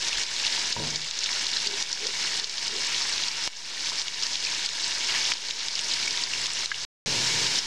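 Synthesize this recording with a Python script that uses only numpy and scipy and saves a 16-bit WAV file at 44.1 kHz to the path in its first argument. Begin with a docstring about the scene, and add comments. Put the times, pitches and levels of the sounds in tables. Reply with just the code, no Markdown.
"""Sliced onions and spices fry in a metal pot: countless steam bubbles burst in the oil, each a damped
resonator that also excites the air in the pot. A wooden spoon knocks once, driving the pot's modes, then
rubs the bottom by stick-slip friction. Each big spit ducks an automatic gain control, which creeps back
up. After a short silence the onions are browned and being stirred: a denser hiss over the rumble of the
spoon. Underneath lie a low kitchen hum and faint microphone-handling noise."""
import sys
import numpy as np
from scipy import signal
from scipy.fft import rfft, irfft
from scipy.io import wavfile
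from scipy.ndimage import uniform_filter1d, minimum_filter1d

SR = 44100
rng = np.random.default_rng(int(sys.argv[2]) if len(sys.argv) > 2 else 0)


def persist_wave(psi):
    """Save psi, clipped to +-1, as 16-bit WAV."""
    counts = np.round(np.clip(psi, -1, 1) * 32767).astype(np.int16)
    wavfile.write(sys.argv[1], SR, np.atleast_2d(counts).T)


N = 337806
TIME = np.arange(N) / SR
SILENCE_START_S, BROWNED_START_S = 6.85, 7.06


def sizzle(rate, size_spread, size_trim, crackle_db, hiss_db, spurt_db, q=6.1, sizes=22):
    """Bubble resonance: each size rings at its own pitch; dry crackle and steam hiss fill the gaps."""
    bubbles = 0
    for hz in np.geomspace(1200, 14000, sizes):
        bursts = clicks(rate * hz / SR, size_spread, size_trim)  # small bubbles are more numerous
        spurts = undb(spurt_db * flicker(90))
        bubbles = bubbles + band(level(bursts * spurts, 0), hz, hz / q)
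    crackle = level(clicks(rate, size_spread, size_trim), crackle_db)
    steam = level(rng.standard_normal(N), hiss_db)
    return pot_air(wall_echoes(level(bubbles, 0) + crackle + steam))


# Spectral envelope of frying: (frequency [Hz], relative level [dB])
FRY_SPECTRUM = [(30, -19.5), (110, -9), (300, -7.5), (800, -6.5), (1250, -10.5), (1700, -2.5), (2400, -3.5),
                (3800, 1.23), (5200, 2.5), (6600, -3), (8000, -12.5), (10000, -24.5), (12500, -37.5),
                (15500, -45)]
# How hard the oil boils: (time [s], relative level [dB])
BOIL_STRENGTH = [(0, 0), (.17, 1.5), (.27, 0.3), (.58, 2), (.9, -2.5), (1.12, -5.5), (1.26, 0.5),
                 (2.0, 0.84), (3.0, 0.3), (4.0, 0.4), (4.9, -0.5), (5.08, 1.5), (5.28, 4), (5.45, 3),
                 (6.0, 0.6), (6.8, 0)]

def raw_onions():
    """Vaporisation: water from the wet slices boils off in an uneven sputter."""
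    fry = sizzle(rate=3200, size_spread=5, size_trim=22, crackle_db=-12, hiss_db=-9, spurt_db=3, q=6)
    fry = level(colour(fry, FRY_SPECTRUM), -29)
    ticks = level(droplet_ticks(), -52)
    return (fry + ticks) * curve(BOIL_STRENGTH)


# Hiss of onions pushed over hot metal: (time [s], relative level [dB])
STIR_HISS = [(7.06, -3), (7.25, -0.4), (7.45, -0.8), (7.53, -1.5), (7.58, -0.5), (7.66, -1)]

def browned_onions():
    """Superposition: the dense, small bursts of drier onions merge into an even, brighter hiss."""
    fry = sizzle(rate=9000, size_spread=4, size_trim=14, crackle_db=-3, hiss_db=-2, spurt_db=1)
    brighter = [(200, 1), (600, -4), (1000, -2), (3000, -.5), (5000, -1.5), (12000, 3.5)]
    fry = colour(colour(fry, FRY_SPECTRUM), brighter)
    return level(fry, -24.5) * curve(STIR_HISS)


def wall_echoes(x, echo_db=-6, t60=.087):
    """Reverberation: each burst leaves an exponentially fading wash of echoes between the pot's walls."""
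    fade = undb(-120 / (t60 * SR))  # energy left after one sample
    energy = signal.lfilter([1 - fade], [1, -fade], x ** 2)
    return x + undb(echo_db) * np.sqrt(energy) * rng.standard_normal(N)


# Air modes of the open pot: (frequency [Hz], bandwidth [Hz], level re direct sound [dB])
AIR_MODES = [(383, 236, -7), (947, 98, 6.5), (2245, 45, 2), (2808, 50, -2.5), (5320, 130, -10.5)]

def pot_air(x):
    """Cavity resonance: the air in the pot adds its modes to the direct sound."""
    return x + sum(undb(db) * band(x, hz, width) for hz, width, db in AIR_MODES)


# Loudest spits of oil: (time [s], peak before gain control [dB], frequency [Hz], decay [cycles])
LOUD_SPITS = [(.0833, -11.5, 6040, 35), (.1292, -14, 3130, 37), (0.2345, -6, 4800, 19),
              (0.449, -13, 2800, 20), (0.7265, -9, 5200, 28), (.4659, -10.5, 4240, 55),
              (0.9589, -11.5, 4600, 36), (4.2244, -13.5, 4370, 45), (4.2324, -13, 5260, 50),
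              (1.0162, -21, 4300, 24), (1.086, -20.5, 4600, 21), (1.111, -11, 3920, 6.5),
              (1.1895, -12, 5630, 11), (1.2355, -11, 4450, 32), (1.2405, -12, 5200, 50),
              (1.26, -11, 3800, 48), (1.291, -13, 2350, 12), (1.329, -13.5, 3800, 42),
              (1.467, -10.5, 4180, 31), (1.5317, -16.5, 4000, 60), (1.569, -10, 3940, 28),
              (1.671, -8.5, 4800, 49), (1.825, -6, 6000, 7.1), (1.9284, -6.5, 5880, 37),
              (2.0685, -7.5, 5270, 16), (2.3981, -9.5, 4200, 22), (2.443, -5, 4350, 32),
              (2.496, -15, 4500, 25), (2.5813, -14, 4200, 22), (2.68, -8.5, 5080, 20),
              (2.9453, -14, 4000, 30), (2.9807, -16, 3830, 48), (3.2361, -12, 3570, 22),
              (3.283, -8, 4710, 25), (3.871, -14.5, 3570, 12), (3.898, -10, 4940, 5.3),
              (4.017, -6, 4450, 13), (4.0824, -5.5, 3580, 12.6), (4.267, -10.5, 4370, 9.8),
              (4.3554, -8.5, 3970, 26), (4.4685, -20, 2520, 41), (4.6609, -8.5, 4920, 33),
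              (4.69, -9.5, 3800, 22), (5.319, -6.5, 2340, 8.4), (5.3212, -1, 3190, 31),
              (5.3365, -5, 5300, 27), (5.509, -5.5, 4450, 24), (5.684, -7, 5350, 6.8),
              (5.7534, -11, 5400, 49), (5.792, -7.5, 4000, 17), (5.9366, -11.5, 4860, 38),
              (6.076, -18.5, 2280, 42), (6.1075, -14, 4330, 30), (6.1739, -15, 3520, 25),
              (6.237, -9.5, 4960, 54), (6.3355, -13, 2860, 24), (6.468, -8, 5270, 5.6),
              (6.6588, -4, 4260, 18), (6.743, -15.5, 3380, 58), (7.467, -11.5, 3750, 18),
              (7.556, -18, 4880, 91), (7.588, -5.5, 5000, 74)]

def spits(spray_db=-9):
    """Transient excitation: big bubbles burst singly above the sizzle, each with its own spray."""
    out, length = np.zeros(N), SR // 25
    droplets = level(colour(rng.standard_normal(N), FRY_SPECTRUM), spray_db)
    for s, db, hz, cycles in LOUD_SPITS + lesser_spits():
        span = slice(int(s * SR), int(s * SR) + length)
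        out[span] += undb(db) * spit(hz, cycles, droplets[span])
    return out


def spit(hz, cycles, droplets, glide=.22, spray_ms_per_cycle=.97, rise_ms=.04):
    """Damped oscillation: a bursting bubble rings with a rising, unsteady pitch as droplets splutter."""
    ms = 1000 * TIME[:len(droplets)]
    t60_ms = 1000 * cycles / hz  # few cycles make a dry tick
    hold_ms = .09 * t60_ms
    wobble = level(uniform_filter1d(rng.standard_normal(len(ms)), int(2 * SR / hz)), -19)
    rise = glide * (np.tanh(2 * ms / t60_ms) - 1 / 3)
    phase = 2 * np.pi * np.cumsum(hz * (1 + wobble + rise)) / SR
    ring = np.sin(phase) * undb(-60 * np.maximum(ms - hold_ms, 0) / t60_ms)
    spray = droplets * undb(-60 * ms / (spray_ms_per_cycle * cycles))
    attack = 1 - np.exp(-ms / rise_ms)
    oil_softening = signal.butter(3, [.6 * hz, min(2.2 * hz, 7800)], "band", fs=SR, output="sos")
    pop = pot_air(signal.sosfilt(oil_softening, (ring + spray) * attack))
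    return pop / np.abs(pop).max()


def lesser_spits(per_s=13, centre_hz=4530, spread_octaves=.22):
    """Random scatter: rows of weaker spits from the wet onions, louder when the oil boils harder."""
    count = int(per_s * SILENCE_START_S)
    moment, ring = rng.random((count, 2)).T
    strength, pitch = rng.standard_normal((count, 2)).T
    when = (np.arange(count) + moment) / per_s
    peak_db = -18 + 1.5 * strength + np.interp(when, *np.transpose(BOIL_STRENGTH))
    hz = centre_hz * 2 ** (spread_octaves * pitch)
    cycles = 13 + 9 * (2 * ring - 1)
    return list(zip(when, peak_db, hz, cycles))


# Explosions of trapped water: (time [s], peak before gain control [dB])
WATER_CRACKS = [(1.3175, -12), (3.4764, 3.5), (5.302, -11), (5.3217, -5), (5.336, -7), (5.354, -9)]

def water_cracks():
    """Flash boiling: water under the oil explodes in an impulse that reaches down into the bass."""
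    spectrum = [(100, -7), (2000, -5), (5000, 0), (7000, -6), (10000, -24), (15000, -42)]
    crack = pot_air(colour(signal.unit_impulse(N), spectrum)[:SR // 25])
    out = np.zeros(N)
    for s, db in WATER_CRACKS:
        start = int(s * SR)
        out[start:start + len(crack)] += undb(db) * crack / np.abs(crack).max()
    return out


# Modes of one fat bubble: (frequency [Hz], level before filtering [dB], decay by 60 dB [s])
FAT_BUBBLE_MODES = [(1330, -15, .013), (1658, -7, .024), (2024, -13, .022), (2900, -14.5, .011)]

def plop(start_s=6.7163, rise_s=.00021):
    """Free vibration: a fat bubble opens in the oil with a round, hollow ring and no bass."""
    t = np.maximum(TIME - start_s, 0)
    attack = 1 - np.exp(-t / rise_s)
    no_bass = signal.butter(4, 1150, "high", fs=SR, output="sos")
    return signal.sosfilt(no_bass, modal_ring(FAT_BUBBLE_MODES, t) * attack)


def juice_surges():
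    """Larger bubbles resonate lower: three times, juice runs into the oil and boils off."""
    surges = [(2.83, .19, -33.5), (3.22, .19, -33.5), (5.04, .22, -32)]
    bursts = clicks(3000, size_spread=4, size_trim=14)
    boil = pot_air(band(band(bursts, 3100, 1700), 1860, 2000))
    return level(boil, 0) * swells(surges)


# Bursts of the tiniest droplets: (time [s], peak before gain control [dB], frequency [Hz])
DROPLET_SNAPS = [(.195, -29, 8040), (.875, -30, 8200), (1.046, -32, 7900), (1.295, -34, 8740),
                 (2.369, -29, 7500), (2.8684, -23, 7500), (3.0949, -23.5, 7900), (4.6568, -30, 7700),
                 (4.8165, -29, 8000), (4.879, -25.5, 7900), (5.8112, -22.5, 8500), (6.055, -28, 7850),
                 (6.217, -34, 8300), (6.4156, -24, 7700), (6.534, -21, 7850)]

def droplet_snaps(decay_cycles=28):
    """Small resonators ring high and die fast: single droplets burst with a very short ping."""
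    out, t = np.zeros(N), TIME[:SR // 50]
    for s, db, hz in DROPLET_SNAPS:
        ping = np.sin(2 * np.pi * hz * t) * t * undb(-60 * t * hz / decay_cycles)
        start = int(s * SR)
        out[start:start + len(t)] += undb(db) * ping / np.abs(ping).max()
    return out


def droplet_ticks(per_s=25, sizes=6):
    """Shot noise: fainter droplets tick at random in narrow bands high above the sizzle."""
    ticks = 0
    for hz in np.geomspace(7000, 10000, sizes):
        pings = clicks(per_s, size_spread=5, size_trim=14)
        for _ in range(3):
            pings = band(pings, hz, hz / 4)
        ticks = ticks + level(pings, -60 * np.log10(hz / 7000))  # the higher, the fainter
    return ticks


# The spoon lands, then judders along the bottom: (time [s], impulse level [dB], contact time [ms])
SPOON_BOUNCES = [(0.7652, -34, 0.16), (0.783, -30.5, 1.9), (0.801, -31, 1.1), (0.8229, -35.5, 1.1),
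                 (0.836, -34.5, 1.2), (0.864, -36.5, 1.7), (0.881, -41, 1.4), (0.913, -46, 1.6),
                 (0.927, -45.5, 0.83), (0.945, -41, 2.1)]

def spoon_knock(thud_t60=.36):
    """Impact: wood meets the pot with a dead tap, duller for longer contacts; the stove top thuds along."""
    force, shake = np.zeros(N), np.zeros(N)
    for s, db, contact_ms in SPOON_BOUNCES:
        pulse = np.exp(-.5 * ((TIME - s) * 4000 / contact_ms) ** 2)
        force += undb(db) * pulse / pulse.sum()
        shake += undb(db - 60 * np.abs(TIME - s) / thud_t60) * (TIME > s)
    stove = [(25, -15), (60, -21), (130, 2), (240, 3), (450, 1), (700, -2), (1300, -11), (4000, -44)]
    thud = level(colour(rng.standard_normal(N), stove), -15) * shake
    tap = undb(37) * band(band(force, 450, 500), 450, 516)
    return pot_body(force) + thud + tap


# Modes of the pot on its grate: (frequency [Hz], relative level [dB], decay by 60 dB [s])
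BODY_MODES = [(118.5, -13, 0.16), (154.7, -4, 0.36), (242.4, -4, 0.19), (331, -6, 0.14), (439.5, -7, 0.36),
              (560, -7, 0.17), (670, -10, 0.12), (942, 12, 0.059)]

def pot_body(force):
    """Forced vibration: the pot's response is the force convolved with the ring of its modes."""
    return signal.fftconvolve(force, modal_ring(BODY_MODES, TIME[:SR]))[:N]


# The blade rubs the bottom: (start [s], duration [s], level [dB])
SPOON_RUBS = [(1.65, 0.13, -40), (2.0, 0.12, -38), (2.39, 0.095, -46), (2.68, 0.15, -39.5)]

def spoon_rubs():
    """Stick-slip friction: the blade catches and lets go, and the wooden spoon groans softly."""
    slips = clicks(700, size_spread=3, size_trim=6)
    upper = band(band(slips, 404, 65), 430, 120)
    lower = band(band(slips, 230, 40), 276, 70)
    return level(upper + undb(-7) * lower, 0) * swells(SPOON_RUBS)


def spoon_stir():
    """Sliding friction: cushioned by browned onions, the spoon rumbles and keeps the pot ringing."""
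    drag = [(7.06, -37.5), (7.3, -46.5), (7.45, -42), (7.55, -58), (7.66, -60)]
    cushioned = [(40, -11), (75, -18), (115, 17.5), (160, 7.5), (300, -4), (500, 3), (950, -6.5)]
    rumble = [(40, -8), (75, -24), (105, -14), (200, 6), (500, 3.5), (700, -7), (1300, -22), (4000, -52)]
    slips = clicks(900, size_spread=3, size_trim=8)
    ring = level(pot_body(colour(slips, cushioned)), 0)
    scrape = level(colour(slips, rumble), -2)
    return (ring + scrape) * curve(drag) * (TIME >= BROWNED_START_S)


# Treble that differs between left and right: (frequency [Hz], relative level [dB])
SIDE_SPECTRUM = [(1500, -57), (3000, -2.5), (5000, 21), (7000, 13.5), (10000, -2), (15000, -10)]

def side_crackle():
    """Decorrelation: a faint, independent crackle widens the treble."""
    return level(colour(clicks(9000, size_spread=5, size_trim=28), SIDE_SPECTRUM), -49.5)


def handling_bump(centre_s=.17, width_s=.04, hz=52):
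    """Structure-borne sound: one soft, low thump of the microphone being handled."""
    return undb(-46.5) * np.sin(2 * np.pi * hz * TIME) * np.exp(-((TIME - centre_s) / width_s) ** 2)


# Low hum of the kitchen: (frequency [Hz], bandwidth per filter [Hz], base level [dB])
HUM_BANDS = [(46.7, 16, -71.5), (113.1, 10.4, -66.5), (155.8, 12, -65)]

def hum_and_handling():
    """Narrow-band noise: a low kitchen hum, raised from about 6 s as faint microphone-handling rumble."""
    hum = 0
    for hz, width, db in HUM_BANDS:
        noise = rng.standard_normal(N)
        hum = hum + level(band(band(noise, hz, width), hz, width), db)
    return hum * curve([(1.2, 2), (2, .45), (5.6, .73), (6.1, 4.9), (6.7, 5.7)])


def undb(db):
    """Decibels to amplitude ratio."""
    return 10 ** (np.asarray(db) / 20)


def level(x, db):
    """Normalisation to an rms level."""
    return x * undb(db) / np.sqrt(np.mean(x ** 2))


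def curve(rows):
    """Gain envelope interpolated through (time [s], level [dB])."""
    return undb(np.interp(TIME, *np.transpose(rows)))


def swells(rows):
    """Half-sine envelopes, one for each (start [s], duration [s], level [dB])."""
    return sum(undb(db) * np.sin(np.pi * np.clip((TIME - s) / length, 0, 1)) for s, length, db in rows)


def modal_ring(modes, t):
    """Modal superposition: a sum of exponentially damped sines."""
    return sum(undb(db - 60 * t / t60) * np.sin(2 * np.pi * hz * t) for hz, db, t60 in modes)


def band(x, hz, width):
    """Second-order resonance with unit gain at its centre."""
    return signal.lfilter(*signal.iirpeak(hz, hz / width, fs=SR), x)


def colour(x, points, size=4096):
    """Minimum-phase filter through (frequency [Hz], level [dB]): clicks keep their sharp front."""
    hz, db = np.transpose(points)
    grid = np.maximum(np.fft.rfftfreq(size, 1 / SR), 1)
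    magnitude = undb(np.interp(np.log(grid), np.log(hz), db))
    cepstrum = irfft(np.log(magnitude))
    cepstrum[1:size // 2] *= 2
    cepstrum[size // 2 + 1:] = 0
    return signal.fftconvolve(x, irfft(np.exp(rfft(cepstrum))))[:N]


def flicker(per_s):
    """Random modulation of unit rms: straight ramps between Gaussian values."""
    hold = int(SR / per_s)
    steps = np.repeat(rng.standard_normal(N // hold + 1), hold)
    return level(uniform_filter1d(steps, hold)[:N], 0)


def clicks(per_s, size_spread, size_trim):
    """Poisson process: random clicks of either sign and nearly equal loudness."""
    when, size, sign = rng.random((3, N))
    size_db = -size_spread * np.log(7.5 - size * (3.5 - np.exp(-size_trim / size_spread)))
    return (when < per_s / SR) * undb(size_db) * np.sign(sign - .5)


def scene():
    """Mid-side stereo: the pot is straight ahead, and only the treble is slightly wide."""
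    frying = np.where(TIME < BROWNED_START_S, raw_onions(), browned_onions())
    bursts = juice_surges() + spits() + droplet_snaps() + plop() + water_cracks()
    spoon = spoon_knock() + spoon_rubs() + spoon_stir()
    mid = frying + bursts + spoon + handling_bump() + hum_and_handling()
    side = side_crackle()
    return np.array([mid + side, mid - side])


def recover(excess_db, db_per_s):
    """Linear release: a gain in dB that drops by each excess and climbs back at a steady rate."""
    climb = db_per_s * TIME
    return np.minimum.accumulate(-excess_db - climb) + climb


def gain_control(x, ceiling_db=-13.8, sink_s=.005, window=28):
    """Peak limiting: a fast stage catches each treble peak; a slow one sinks to match and creeps back."""
    treble = signal.sosfilt(signal.butter(2, 2200, "high", fs=SR, output="sos"), x.mean(axis=0))
    excess_db = np.maximum(20 * np.log10(np.abs(treble) + 1e-9) - ceiling_db, 0)
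    lag = np.exp(-1 / (sink_s * SR))
    slow_db = signal.lfilter([1 - lag], [1, -lag], recover(excess_db, db_per_s=36))
    fast_db = recover(excess_db, db_per_s=1200)
    held_gain = undb(minimum_filter1d(np.minimum(slow_db, fast_db), window))
    return x * uniform_filter1d(uniform_filter1d(held_gain, window), window)


def record(dry, hiss_db=-72, dc_offset=-.0066, top_hz=15800):
    """Signal chain: gain control, faint electronic hiss and offset, the short silence and a low-pass."""
    hiss = level(rng.standard_normal(N), hiss_db)
    sounding = (TIME < SILENCE_START_S) | (TIME >= BROWNED_START_S)
    gated = (gain_control(dry) + hiss + dc_offset) * sounding
    return signal.sosfilt(signal.ellip(8, .2, 70, top_hz, fs=SR, output="sos"), gated)


dry = scene()
out = record(dry)
persist_wave(out)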